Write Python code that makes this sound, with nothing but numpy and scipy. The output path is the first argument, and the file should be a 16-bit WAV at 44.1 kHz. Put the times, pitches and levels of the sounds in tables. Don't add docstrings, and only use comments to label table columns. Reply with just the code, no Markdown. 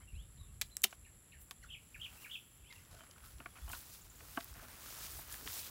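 import sys
import numpy as np
from scipy import signal
from scipy.fft import rfft, irfft, next_fast_len
from scipy.io import wavfile
from scipy.ndimage import map_coordinates

SR = 44100
rng = np.random.default_rng(int(sys.argv[2]) if len(sys.argv) > 2 else 0)


def voltage_ratio(level):
    return 10 ** (np.asarray(level, float) / 20)


def unload_wav(signal):
    wavfile.write(
        sys.argv[1],
        SR,
        np.round(np.clip(np.atleast_2d(signal).T, -1, 1) * 32767).astype(np.int16),
    )


N = 251350


def unit(x):
    return x / np.sqrt(np.mean(x ** 2) + 1e-20)


def peak(x):
    return x / np.abs(x).max()


def along(points, hz):
    f, v = np.transpose(points)
    return np.interp(np.log(hz + 1), np.log(f + 1), v)


def curves(points):
    s, *cols = np.transpose(points)
    return [np.interp(np.arange(N) / SR, s, c) for c in cols]


def wobble(rate, size=N):
    knots = rng.standard_normal(int(N * rate / SR) + 4)
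    return map_coordinates(knots, [np.arange(size) * rate / SR])


def swells(at_s, rise_s, fall_s, db):
    t = np.arange(0, N + 64, 64) / SR
    at_s, rise_s, fall_s, db = (np.reshape(v, (-1, 1)) for v in (at_s, rise_s, fall_s, db))
    late = t - at_s
    slope = np.where(late < 0, -late / rise_s, late / fall_s)
    power = np.sum(voltage_ratio(db - 10 * slope) ** 2, axis=0)
    return np.interp(np.arange(N) / SR, t, np.sqrt(power))


def filtered(x, response):
    m = next_fast_len(len(x) + 8192)
    return irfft(rfft(x, m) * response(np.fft.rfftfreq(m, 1 / SR)), m)[:len(x)]


def resonance(centre_hz, width_hz):
    return lambda f: 1j * f * width_hz / (centre_hz ** 2 - f * f + 1j * f * width_hz)


def hiss(spectrum, grain_db=0):
    white = rng.standard_normal(N) * voltage_ratio(grain_db * wobble(900))
    return unit(filtered(white, lambda hz: voltage_ratio(along(spectrum, hz))))


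def burst(t, t60):
    return voltage_ratio(-60 * t / t60) * rng.standard_normal(len(t))


def add(track, s, sound):
    part = track[round(s * SR):][:len(sound)]
    part += sound[:len(part)]


def rows(x, gap, decay):
    # (f/Hz, t60/s)
    row_t60 = [(1000, 0.24), (3000, 0.27), (8000, 0.2)]
    hz, t, z = signal.stft(rng.standard_normal(SR), SR, nperseg=256)
    fading = z * voltage_ratio(-60 * t / (decay * along(row_t60, hz)[:, None]))
    tail = signal.istft(fading, SR, nperseg=256)[1]
    return signal.fftconvolve(np.pad(x, (round(gap * SR), 0)), tail / np.linalg.norm(tail))[:N]


def wind():
    # (t/s, level/dB)
    breeze = [(0, -56), (.62, -59), (.71, -72), (1.0, -65), (2.4, -70), (3.1, -69), (3.4, -62), (4.1, -67),
              (4.4, -60), (5.7, -65)]
    # (t/s, level/dB)
    puffs = [(.14, -47), (.24, -52), (.4, -49), (.54, -56), (.63, -50), (1.05, -60), (1.38, -60),
             (1.63, -54), (1.75, -53), (1.99, -53), (2.12, -60), (2.62, -58), (2.79, -57), (2.93, -54),
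             (3.27, -55), (3.36, -57), (3.65, -54), (3.7, -51), (4.05, -60), (4.22, -57), (4.53, -57),
             (5.03, -57), (5.15, -56), (5.3, -58), (5.46, -54), (5.65, -57)]
    # (f/Hz, density/dB)
    rumble = [(15, -44), (25, 1), (68, -2.5), (151, -16.5), (249, -41), (400, -46), (520, -87), (880, -120)]
    # (f/Hz, density/dB)
    air = [(30, -5), (100, 2), (400, -13.5), (1000, -23.5), (3000, -22), (6000, -31), (9500, -43),
           (15500, -35)]
    s, db = np.transpose(puffs)
    pressure = voltage_ratio(curves(breeze)[0]) + swells(s, .03, .045, db)
    return pressure * unit(voltage_ratio(1.4 * wobble(20)) * hiss(rumble)) + voltage_ratio(-67) * hiss(air)


def insects():
    # (t/s, low buzz/dB, high buzz/dB)
    buzz_levels = [(0, -70, -70), (1.2, -69, -68.5), (2.5, -70.5, -69.5), (3.7, -73.5, -68),
                   (4.2, -77, -73), (5.7, -115, -93)]
    t, out = np.arange(N) / SR, 0
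    low = lambda f: abs(resonance(7310, 260)(f)) ** 2 + .6 * abs(resonance(7800, 700)(f)) ** 2
    high = lambda f: abs(resonance(10800, 500)(f)) ** 2 + .6 * abs(resonance(11100, 1300)(f)) ** 2
    for db, band, wing_hz, depth_db in zip(curves(buzz_levels), (low, high), (55.7, 125.6), (3, 4.3)):
        beat = voltage_ratio(depth_db * np.sin(2 * np.pi * wing_hz * t + .5 * wobble(1.1)))
        out = out + voltage_ratio(db) * unit(filtered(beat * rng.standard_normal(N), band))
    return out


def whistles(notes, bend, overtone_db, flutter_db, waver):
    out, unsteady = np.zeros(N), 1 + waver * wobble(220)
    for s, length, first_hz, last_hz, db in notes:
        u = np.linspace(0, 1, round(length * SR))
        glide = last_hz + (first_hz - last_hz) * (1 - u) ** bend
        phase = 2 * np.pi * np.cumsum(glide * unsteady[round(s * SR):][:len(u)]) / SR
        soft_ends = np.sqrt(np.abs(np.sin(np.pi * u)))
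        add(out, s, voltage_ratio(db) * soft_ends * (np.sin(phase) + voltage_ratio(overtone_db) * np.sin(2 * phase)))
    return out * voltage_ratio(flutter_db * wobble(260))


def far_notes():
    # (t/s, length/s, first f/Hz, last f/Hz, level/dB)
    far_calls = [(0.005, 0.036, 1900, 2450, -68), (.075, 0.017, 2790, 2710, -60),
                 (.135, .035, 2420, 2800, -63), (.168, .066, 2850, 3720, -64),
                 (.152, .015, 3900, 4100, -70.5), (.40, .045, 1130, 1110, -75),
                 (1.555, .025, 3200, 3520, -73), (1.61, 0.029, 2680, 3100, -75),
                 (1.63, .01, 4350, 4170, -68), (1.66, 0.026, 3400, 3600, -69),
                 (2.63, 0.085, 2500, 3730, -68.5), (2.701, 0.022, 2150, 2050, -55.5),
                 (2.724, .014, 2080, 1750, -60), (2.71, .035, 2450, 2750, -68),
                 (2.69, .016, 950, 1000, -70), (2.745, 0.03, 2800, 2720, -67),
                 (2.775, 0.028, 2680, 1800, -65), (2.985, 0.045, 3100, 3100, -66),
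                 (3.092, 0.027, 3100, 3100, -69), (3.678, 0.036, 2850, 3330, -61),
                 (.015, .03, 3100, 3200, -71), (.12, .016, 2380, 2300, -68), (.14, .02, 3000, 3600, -74),
                 (.19, .06, 2950, 3000, -74), (.372, .016, 2700, 3900, -69), (.37, .012, 4120, 4000, -70),
                 (.49, .03, 1130, 1110, -76), (1.362, .018, 2750, 2900, -71), (3.495, .03, 3500, 3200, -71),
                 (3.615, .025, 3400, 3500, -68), (3.657, .016, 2550, 2700, -72),
                 (.384, .07, 3950, 3560, -69), (.465, .03, 3400, 2500, -76), (.694, .022, 2600, 4050, -69),
                 (.709, .034, 4050, 4080, -65), (.747, .018, 4100, 4000, -68),
                 (2.703, .018, 3500, 3950, -66), (2.915, .085, 1500, 1480, -74),
                 (2.735, .012, 1050, 950, -69)]
    # (t/s, notes, first level/dB)
    runs = [
        (2.155, 6, -65),
        (2.643, 4, -67),
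    ]
    # (t/s, length/s, f/Hz, level/dB)
    thin_notes = [(2.39, .033, 12100, -70), (2.45, .049, 12300, -73), (2.53, .03, 12800, -73),
                  (2.545, .05, 12100, -73)]
    # (t/s, level/dB)
    sharp_notes = [(4.015, -57), (4.098, -56), (4.156, -56)]
    gap_s, note_s, first_hz, top_hz, fall, swell_db = .0155, .009, 2500, 2950, .89, 1.2
    chatter = []
    for s, notes, db in runs:
        for k in range(notes):
            hz = top_hz - (top_hz - first_hz) / 2 ** k
            chatter.append((s + k * gap_s, note_s, hz, hz * fall, db + k * swell_db))
    peeps = [(s, length, hz, hz, db) for s, length, hz, db in thin_notes]
    tsips = [(s, .01, 7800, 6700, db) for s, db in sharp_notes]
    return far_calls + chatter + peeps + tsips


def sung(motif, calls):
    return [(s + delay, length, first * ratio, last * ratio, db + contrast * note_db)
            for s, ratio, db, contrast in calls for delay, length, first, last, note_db in motif]


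def birds():
    # (delay/s, length/s, first f/Hz, last f/Hz, level/dB)
    chip = [(0, .009, 2200, 2950, -1), (-.002, .012, 3400, 4300, -12), (.008, .011, 2800, 1950, 0),
            (.017, .017, 1860, 1760, -1.5)]
    drop_motif = [(0, .01, 2620, 2090, 0), (.0105, .014, 1950, 1360, -6)]
    trill = [(0, .009, 2950, 2600, -7), (.0145, .012, 3450, 2850, 0), (.03, .012, 3600, 2900, -1),
             (.045, .011, 3550, 2800, 0), (.055, .012, 2950, 2290, 0)]
    # (t/s, pitch ratio, level/dB, contrast between its notes)
    chip_calls = [(1.047, 1.01, -61, 1.1), (1.318, 1.01, -59, .8)]
    drop_calls = [
        (1.628, .85, -59, -.9),
        (1.944, 1.01, -47, 1.1),
        (2.245, 1.01, -47.5, 1.1),
    ]
    trill_calls = [(1.687, .975, -49, 1.1), (1.998, 1.01, -45.5, 1.2), (2.296, 1.03, -44, .8)]
    # (delay/s, level/dB)
    early_echoes = [(.0037, -6), (.0079, -8.5), (0.031, -14), (.019, -10)]
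    song = sung(chip, chip_calls) + sung(drop_motif, drop_calls) + sung(trill, trill_calls)
    near = whistles(song, 1.05, -33, 1.7, .016)
    far = whistles(far_notes(), 1.1, -26, 2.2, .014)
    early = sum(voltage_ratio(db) * np.roll(near, round(delay * SR)) for delay, db in early_echoes)
    scattered = voltage_ratio(-1.5) * rows(near * unit(1 + 1.6 * wobble(520)), .003, decay=.9)
    hillside = voltage_ratio(-19) * rows(near, .037, decay=14.0)
    answer = filtered(early + scattered + hillside, lambda f: resonance(2800, 4400)(f) ** 2)
    far_echo = voltage_ratio(-2.5) * rows(far * unit(1 + 1.2 * wobble(400)), .0022, decay=.9)
    return near + answer + far + far_echo


def friction(strokes):
    out = np.zeros(N)
    for s, length, hz, width_hz, db in strokes:
        stroke = np.hanning(round(length * SR)) ** 0.26
        grit = rng.standard_normal(len(stroke)) * voltage_ratio(4.9 * wobble(165, size=len(stroke)))
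        add(out, s, voltage_ratio(db) * stroke * unit(filtered(grit, lambda f: resonance(hz, width_hz)(f) ** 2)))
    return out


def scrapes():
    # (t/s, length/s, f/Hz, width/Hz, level/dB)
    slides = [(0, 0.043, 1310, 1500, -68), (2.925, .045, 620, 200, -66), (2.98, 0.13, 1400, 700, -72),
              (3.08, 0.036, 590, 201, -71), (3.146, 0.17, 1340, 500, -72), (3.388, 0.051, 290, 150, -62.5),
              (3.553, 0.046, 1170, 710, -60.5), (3.675, 0.016, 940, 200, -56), (4.54, 0.18, 252, 70, -68)]
    return friction(slides)


def shears():
    # (t/s, flesh/dB, steel/dB, edge over blade/dB, crumble t60/s)
    snips = [(.6137, -30, -19, -10, .015), (.6152, -36, -29, -8, .015), (.6169, -24, -25, -5, .035),
             (.7684, -40, -18, -17, .012), (.8193, -64, -35, -8, .012), (.8332, -58, -50, 0, .02),
             (.8345, -47, -31, -3, .015), (.8364, -38, -25, -3, .015), (.8383, -28, -28, 2, .012),
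             (.8388, -27, -20, 1, .012), (.8404, -14, -19, -1, .02), (.8418, -26, -26, -2, .02),
             (.8431, -29, -25, 5, .012), (.8436, -21, -23, 6, .012), (.8442, -23, -23, -3, .04),
             (1.5102, -38, -35, -4, .035)]
    # (f/Hz, width/Hz, radiation/dB)
    bodies = [
        (1000, 1100, -2),
        (2900, 1300, -3.5),
        (7000, 3000, -6.5),
        (13200, 6000, 1.5),
    ]
    # (f/Hz, level/dB, t60/s)
    palm = [
        (215, -50, .16),
        (380, -41, .07),
    ]
    out, t = np.zeros(N), np.arange(SR // 10) / SR
    soft_onset = 1 - np.exp(-t / .0015)
    for s, flesh_db, steel_db, edge_db, crumble in snips:
        part_db = flesh_db - 22, flesh_db, steel_db, steel_db + edge_db
        crack = voltage_ratio(-60 * t / .002) * np.sign(rng.standard_normal(len(t)))
        fibres = rng.standard_normal(len(t))
        snap = crack + voltage_ratio(-15 - 60 * t / crumble) * fibres
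        squash = voltage_ratio(-60 * t / .035) * soft_onset * fibres
        forces = squash, snap, -snap, snap
        for part, db, force, body in zip(("fruit", "stem", "blade", "edge"), part_db, forces, bodies):
            hz, width_hz, radiation_db = body
            if part == "stem" and s < .8:
                hz = hz * .76
            ring = filtered(force, lambda f: resonance(hz, width_hz)(f) * resonance(hz, 2 * width_hz)(f))
            add(out, s, voltage_ratio(db + radiation_db + 3.5) * peak(ring))
    thump = sum(voltage_ratio(db - 60 * t / t60) * np.sin(2 * np.pi * hz * t) for hz, db, t60 in palm)
    add(out, .842, thump * soft_onset * np.cos(5 * np.pi * t))
    return out


def cracks():
    # (t/s, peak/dB, low f/Hz, high f/Hz, t60/s)
    broad_snaps = [(.927, -42, 650, 3000, .016), (2.8505, -54, 2200, 7000, .006), (2.912, -55, 1200, 6000, .008),
                   (2.949, -50, 2200, 7000, .01), (3.007, -50, 900, 2600, .012), (3.037, -52, 900, 4200, .012),
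                   (3.1114, -46, 3000, 7500, .01), (3.161, -59, 1100, 1700, .015),
                   (3.181, -57, 1100, 2000, .012), (3.383, -56, 1000, 9000, .006),
                   (3.402, -46, 1900, 3000, .012), (3.4592, -39, 1500, 2700, .016),
                   (3.556, -54, 2000, 3200, .02), (3.574, -52, 2000, 3200, .02), (3.7315, -39, 1200, 2900, .015),
                   (3.75, -44, 3200, 4200, .014), (4.205, -48, 1300, 2700, .02), (4.409, -44, 900, 4600, .01),
                   (4.528, -53, 900, 2000, .01), (4.554, -51, 1000, 3000, .01), (5.218, -46, 1400, 3200, .006),
                   (5.297, -46, 1300, 3000, .01), (5.342, -38, 1300, 3600, .007), (5.41, -46, 900, 2500, .008),
                   (5.466, -45, 1000, 3500, .006), (5.475, -31, 1100, 3300, .01), (5.5, -45, 1200, 3000, .008),
                   (5.63, -44, 2000, 4000, .008), (4.3755, -37, 180, 1700, .045), (2.761, -52, 1200, 4000, .01),
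                   (2.93, -53, 1000, 4500, .01), (3.068, -55, 1100, 2500, .01), (3.242, -54, 1200, 3500, .008),
                   (3.265, -52, 2000, 5000, .008), (4.352, -52, 2800, 4200, .01), (.6137, -30, 3400, 5200, .006),
                   (.6169, -28, 3000, 4800, .012), (.846, -37, 2200, 6500, .07), (2.726, -47, 1700, 5500, .012),
                   (4.455, -52, 900, 3500, .008)]
    out, t = np.zeros(N), np.arange(SR // 15) / SR
    for s, db, low_hz, high_hz, t60 in broad_snaps:
        band = signal.butter(3, [low_hz, high_hz], 'bandpass', fs=SR, output='sos')
        add(out, s, voltage_ratio(db) * peak(signal.sosfilt(band, burst(t, t60))))
    return out


def grass():
    # (peak t/s, rise/s per 10 dB, fall/s per 10 dB, level/dB, broad blades/dB)
    brushes = [(.66, .02, .04, -67, -6), (.914, .015, .035, -67, -1), (1.416, .014, .025, -58, -21),
               (1.63, .007, .03, -74, 3), (1.83, .1, .3, -77, -9), (2.06, .2, .15, -69, -6),
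               (2.23, .12, .15, -61, -9), (2.34, .1, .06, -65, -8), (2.51, .02, .15, -75, -8),
               (2.73, .02, .12, -67, -2), (2.92, .02, .1, -78, 8), (3.11, .006, .01, -71, 0),
               (3.26, .03, .1, -60, -6), (3.65, .17, .1, -65, -4), (3.72, .04, .17, -51, -7),
               (3.94, .06, .07, -56.5, -5), (4.35, .2, .24, -57, -6), (4.63, .15, .4, -63, -9),
               (4.89, .13, .3, -55, -5), (5.04, .12, .06, -51, -3), (5.19, .2, .06, -50, -8),
               (5.33, .05, .04, -49, -8), (5.55, .12, .15, -44.5, -6)]
    # (t/s, cloth level/dB)
    body_moves = [(0, -80), (.85, -79), (.9, -70), (.97, -79), (1.8, -79), (2.2, -69), (2.5, -80),
                  (2.92, -70), (3.1, -72), (3.26, -68), (3.34, -75), (3.74, -68), (4.05, -73), (4.35, -67),
                  (4.53, -69), (4.58, -62), (4.8, -63), (5.7, -66)]
    # (f/Hz, density/dB)
    fizz_tone = [(5000, -40), (8000, -1.5), (11000, 0.5), (15500, 3)]
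    swish_tone = [(1200, -18), (2500, -9), (5000, -4.5), (7500, -5), (11000, -32)]
    cloth_tone = [(150, -5), (350, -7), (700, -7), (1300, -2.5), (2500, -9), (4500, -13.5)]
    s, rise, fall, db, broad_db = np.transpose(brushes)
    fine, broad = swells(s, rise, fall, db), swells(s, rise, fall, db + broad_db)
    stroke = wobble(35)
    fizz = fine * voltage_ratio(2.5 + stroke) * hiss(fizz_tone, grain_db=2)
    swish = broad * voltage_ratio(2.5 + stroke) * hiss(swish_tone, grain_db=2.8)
    moving = voltage_ratio(curves(body_moves)[0]) + voltage_ratio(-16) * broad
    return fizz + swish + moving * voltage_ratio(4.5 + stroke) * hiss(cloth_tone, grain_db=3)


def twigs():
    # (t/s, peak/dB, f/Hz)
    snaps = [(0.9088, -49, 7380), (1.2905, -64, 7350), (1.4164, -58, 7400), (2.3694, -63, 3150),
             (2.3906, -59, 3400), (2.7644, -59, 7760), (2.9118, -57, 10900), (3.1127, -58, 7240),
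             (3.693, -39, 9380), (3.717, -37.5, 8300), (4.4045, -42, 3900), (4.4075, -42, 3450),
             (2.706, -56, 4300), (2.713, -56, 3300), (3.385, -56, 3500), (3.407, -50, 1050),
             (4.4444, -38, 13900), (4.5406, -48, 5500), (4.57, -47, 14500), (4.629, -50, 6090),
             (5.1744, -42, 12500), (5.325, -34, 8300), (5.3432, -46, 4200), (5.5394, -38, 7030),
             (5.5927, -42, 4570), (2.968, -57, 2600), (2.995, -57, 1500), (3.135, -58, 2900),
             (3.205, -57, 2400), (.8195, -40, 8000), (4.4092, -44, 2600)]
    out, t = np.zeros(N), np.arange(SR // 40) / SR
    for s, db, hz in snaps:
        add(out, s, voltage_ratio(db + 4.5) * peak(filtered(burst(t, .004), resonance(hz, 0.45 * hz))))
    return out


def bucket():
    # (t/s, peak/dB, deep/dB, click/dB, share of the wall's ring time left by damping)
    knocks = [(0.927, -51, -26, -17, 0.3), (1.51, -44, -25, -18, .3), (2.724, -54, -40, 6, 0.5),
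              (2.913, -56, -7, -6, 0.51), (2.949, -53, 3, -7.5, 0.42), (3.006, -51.5, -26, -20, 0.6),
              (3.036, -53, -19, -20, 0.5), (3.402, -44.5, -29, -20, 0.6), (3.418, -58, -10, -8, 0.6),
              (3.459, -40, -22, -28, 0.33), (3.561, -51.5, -22, -10, 0.7), (3.584, -52, -16, -12, 0.7),
              (3.678, -48.5, -28, -22, 0.6), (3.697, -46, -21, -36, 0.5), (3.733, -36, -28, -28, 0.43),
              (4.207, -51, -18, -15, 0.5), (4.367, -52, -15, -27, 0.5), (4.454, -57, -14, -12, 0.48),
              (4.552, -52, -11, -22, 1.1), (5.19, -49, 6, -31, 0.44), (5.42, -53, 6, -25, 0.4),
              (5.463, -46, 8, -25, 0.4)]
    # (f/Hz, level/dB, t60/s)
    wall_modes = [(290, 8, 0.05), (470, -7, .035), (720, 2, 0.09), (950, -9.5, 0.13), (1122, -2.5, 0.052),
                  (1400, -6, 0.078), (1580, -6, 0.047), (2090, -4, 0.045), (2500, 10, 0.025),
                  (3100, -4, 0.017)]
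    out, t = np.zeros(N), np.arange(SR // 6) / SR
    for s, db, deep_db, click_db, damping in knocks:
        tilt = [(500, deep_db + 10), (900, 0), (1500, 0), (2200, click_db + 2)]
        contact = burst(t, .022) * (1 - np.exp(-t / .0011))
        wall = 0
        for hz, level, t60 in wall_modes:
            detuned_hz = hz * rng.normal(1, .025)
            ring = voltage_ratio(-60 * t / (t60 * damping)) * np.sin(2 * np.pi * detuned_hz * t)
            wall = wall + voltage_ratio(level + along(tilt, hz)) * peak(signal.fftconvolve(ring, contact)[:len(t)])
        thud = filtered(peak(wall), lambda f: 1 / (1 + 190 / (1j * f + 1)) ** 3)
        slap = peak(filtered(contact, lambda f: resonance(1250, 1300)(f) ** 3))
        tap = peak(filtered(contact, lambda f: resonance(2300, 3000)(f) ** 3))
        add(out, s, voltage_ratio(db) * (thud + voltage_ratio(-3) * slap + voltage_ratio(click_db) * tap))
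    return out


def flaps():
    # (t/s, length/s, f/Hz, level/dB)
    gusts = [
        (2.595, .05, 62, -49),
        (3.624, .056, 58, -40.5),
    ]
    out = np.zeros(N)
    for s, length, hz, db in gusts:
        t = np.arange(round(length * SR)) / SR
        add(out, s, voltage_ratio(db) * np.sqrt(np.sin(np.pi * t / length)) * np.sin(2 * np.pi * hz * t))
    return out


def rubs():
    # (t/s, length/s, f/Hz, width/Hz, level/dB)
    contacts = [(2.972, .065, 640, 40, -67), (3.41, .025, 1300, 900, -66), (5.455, .02, 350, 300, -56),
                (3.22, .06, 1350, 300, -67), (3.555, .045, 2500, 900, -67), (3.735, .022, 1300, 500, -55),
                (4.56, .11, 1450, 800, -61), (4.62, .04, 640, 150, -61), (4.85, .05, 1350, 300, -63),
                (4.94, .06, 1300, 400, -63), (5.15, .05, 600, 700, -62), (5.185, .016, 650, 300, -56),
                (5.3, .04, 1700, 500, -60), (5.4, .05, 350, 300, -62), (5.5, .12, 900, 900, -63),
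                (5.6, .09, 3500, 2500, -58), (3.695, .022, 950, 300, -57), (4.21, .03, 450, 250, -64)]
    return friction(contacts)


def bump():
    # (f/Hz, level/dB, t60/s)
    free_wall = [(275, -1, .04), (420, -4, .028), (560, -7, .025), (684, -5, .07), (877, -1, .03),
                 (1010, -3, .03), (1125, 1, .04), (1997, -18, .03)]
    rim = [(1550, 1, .016), (2600, -9, .014), (2900, -7, .016), (3900, -20, .01)]
    out, t = np.zeros(N), np.arange(SR // 6) / SR
    ring = lambda modes: sum(voltage_ratio(db - 60 * t / t60) * np.sin(2 * np.pi * hz * t) for hz, db, t60 in modes)
    click = voltage_ratio(5) * (1 - np.exp(-t / .0005)) * ring(rim)
    boom = voltage_ratio(4) * (1 - np.exp(-t / .0016)) ** 2 * ring(free_wall)
    add(out, 4.3737, voltage_ratio(-32.5) * (click + boom) * voltage_ratio(1.2 * wobble(400, size=len(t))))
    return out


def scene():
    hits = shears() + bucket() + twigs() + scrapes()
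    carried = cracks() + bump() + rubs()
    mono = birds() + grass() + insects() + wind() + flaps()
    for work in (hits, carried):
        mono = mono + work + voltage_ratio(-18 if work is carried else -20.5) * rows(work, .006, decay=0.48)
    return np.array([mono, mono])


def roll_off(x):
    return signal.sosfilt(signal.butter(12, 16800, fs=SR, output="sos"), x)


def record(dry):
    mono = filtered(dry[0], lambda hz: np.clip((16000 - hz) / 300, 0, 1) / (1 + (38 / (hz + 1)) ** 6))
    return roll_off(np.array([mono, mono]))


dry = scene()
out = record(dry)
unload_wav(out)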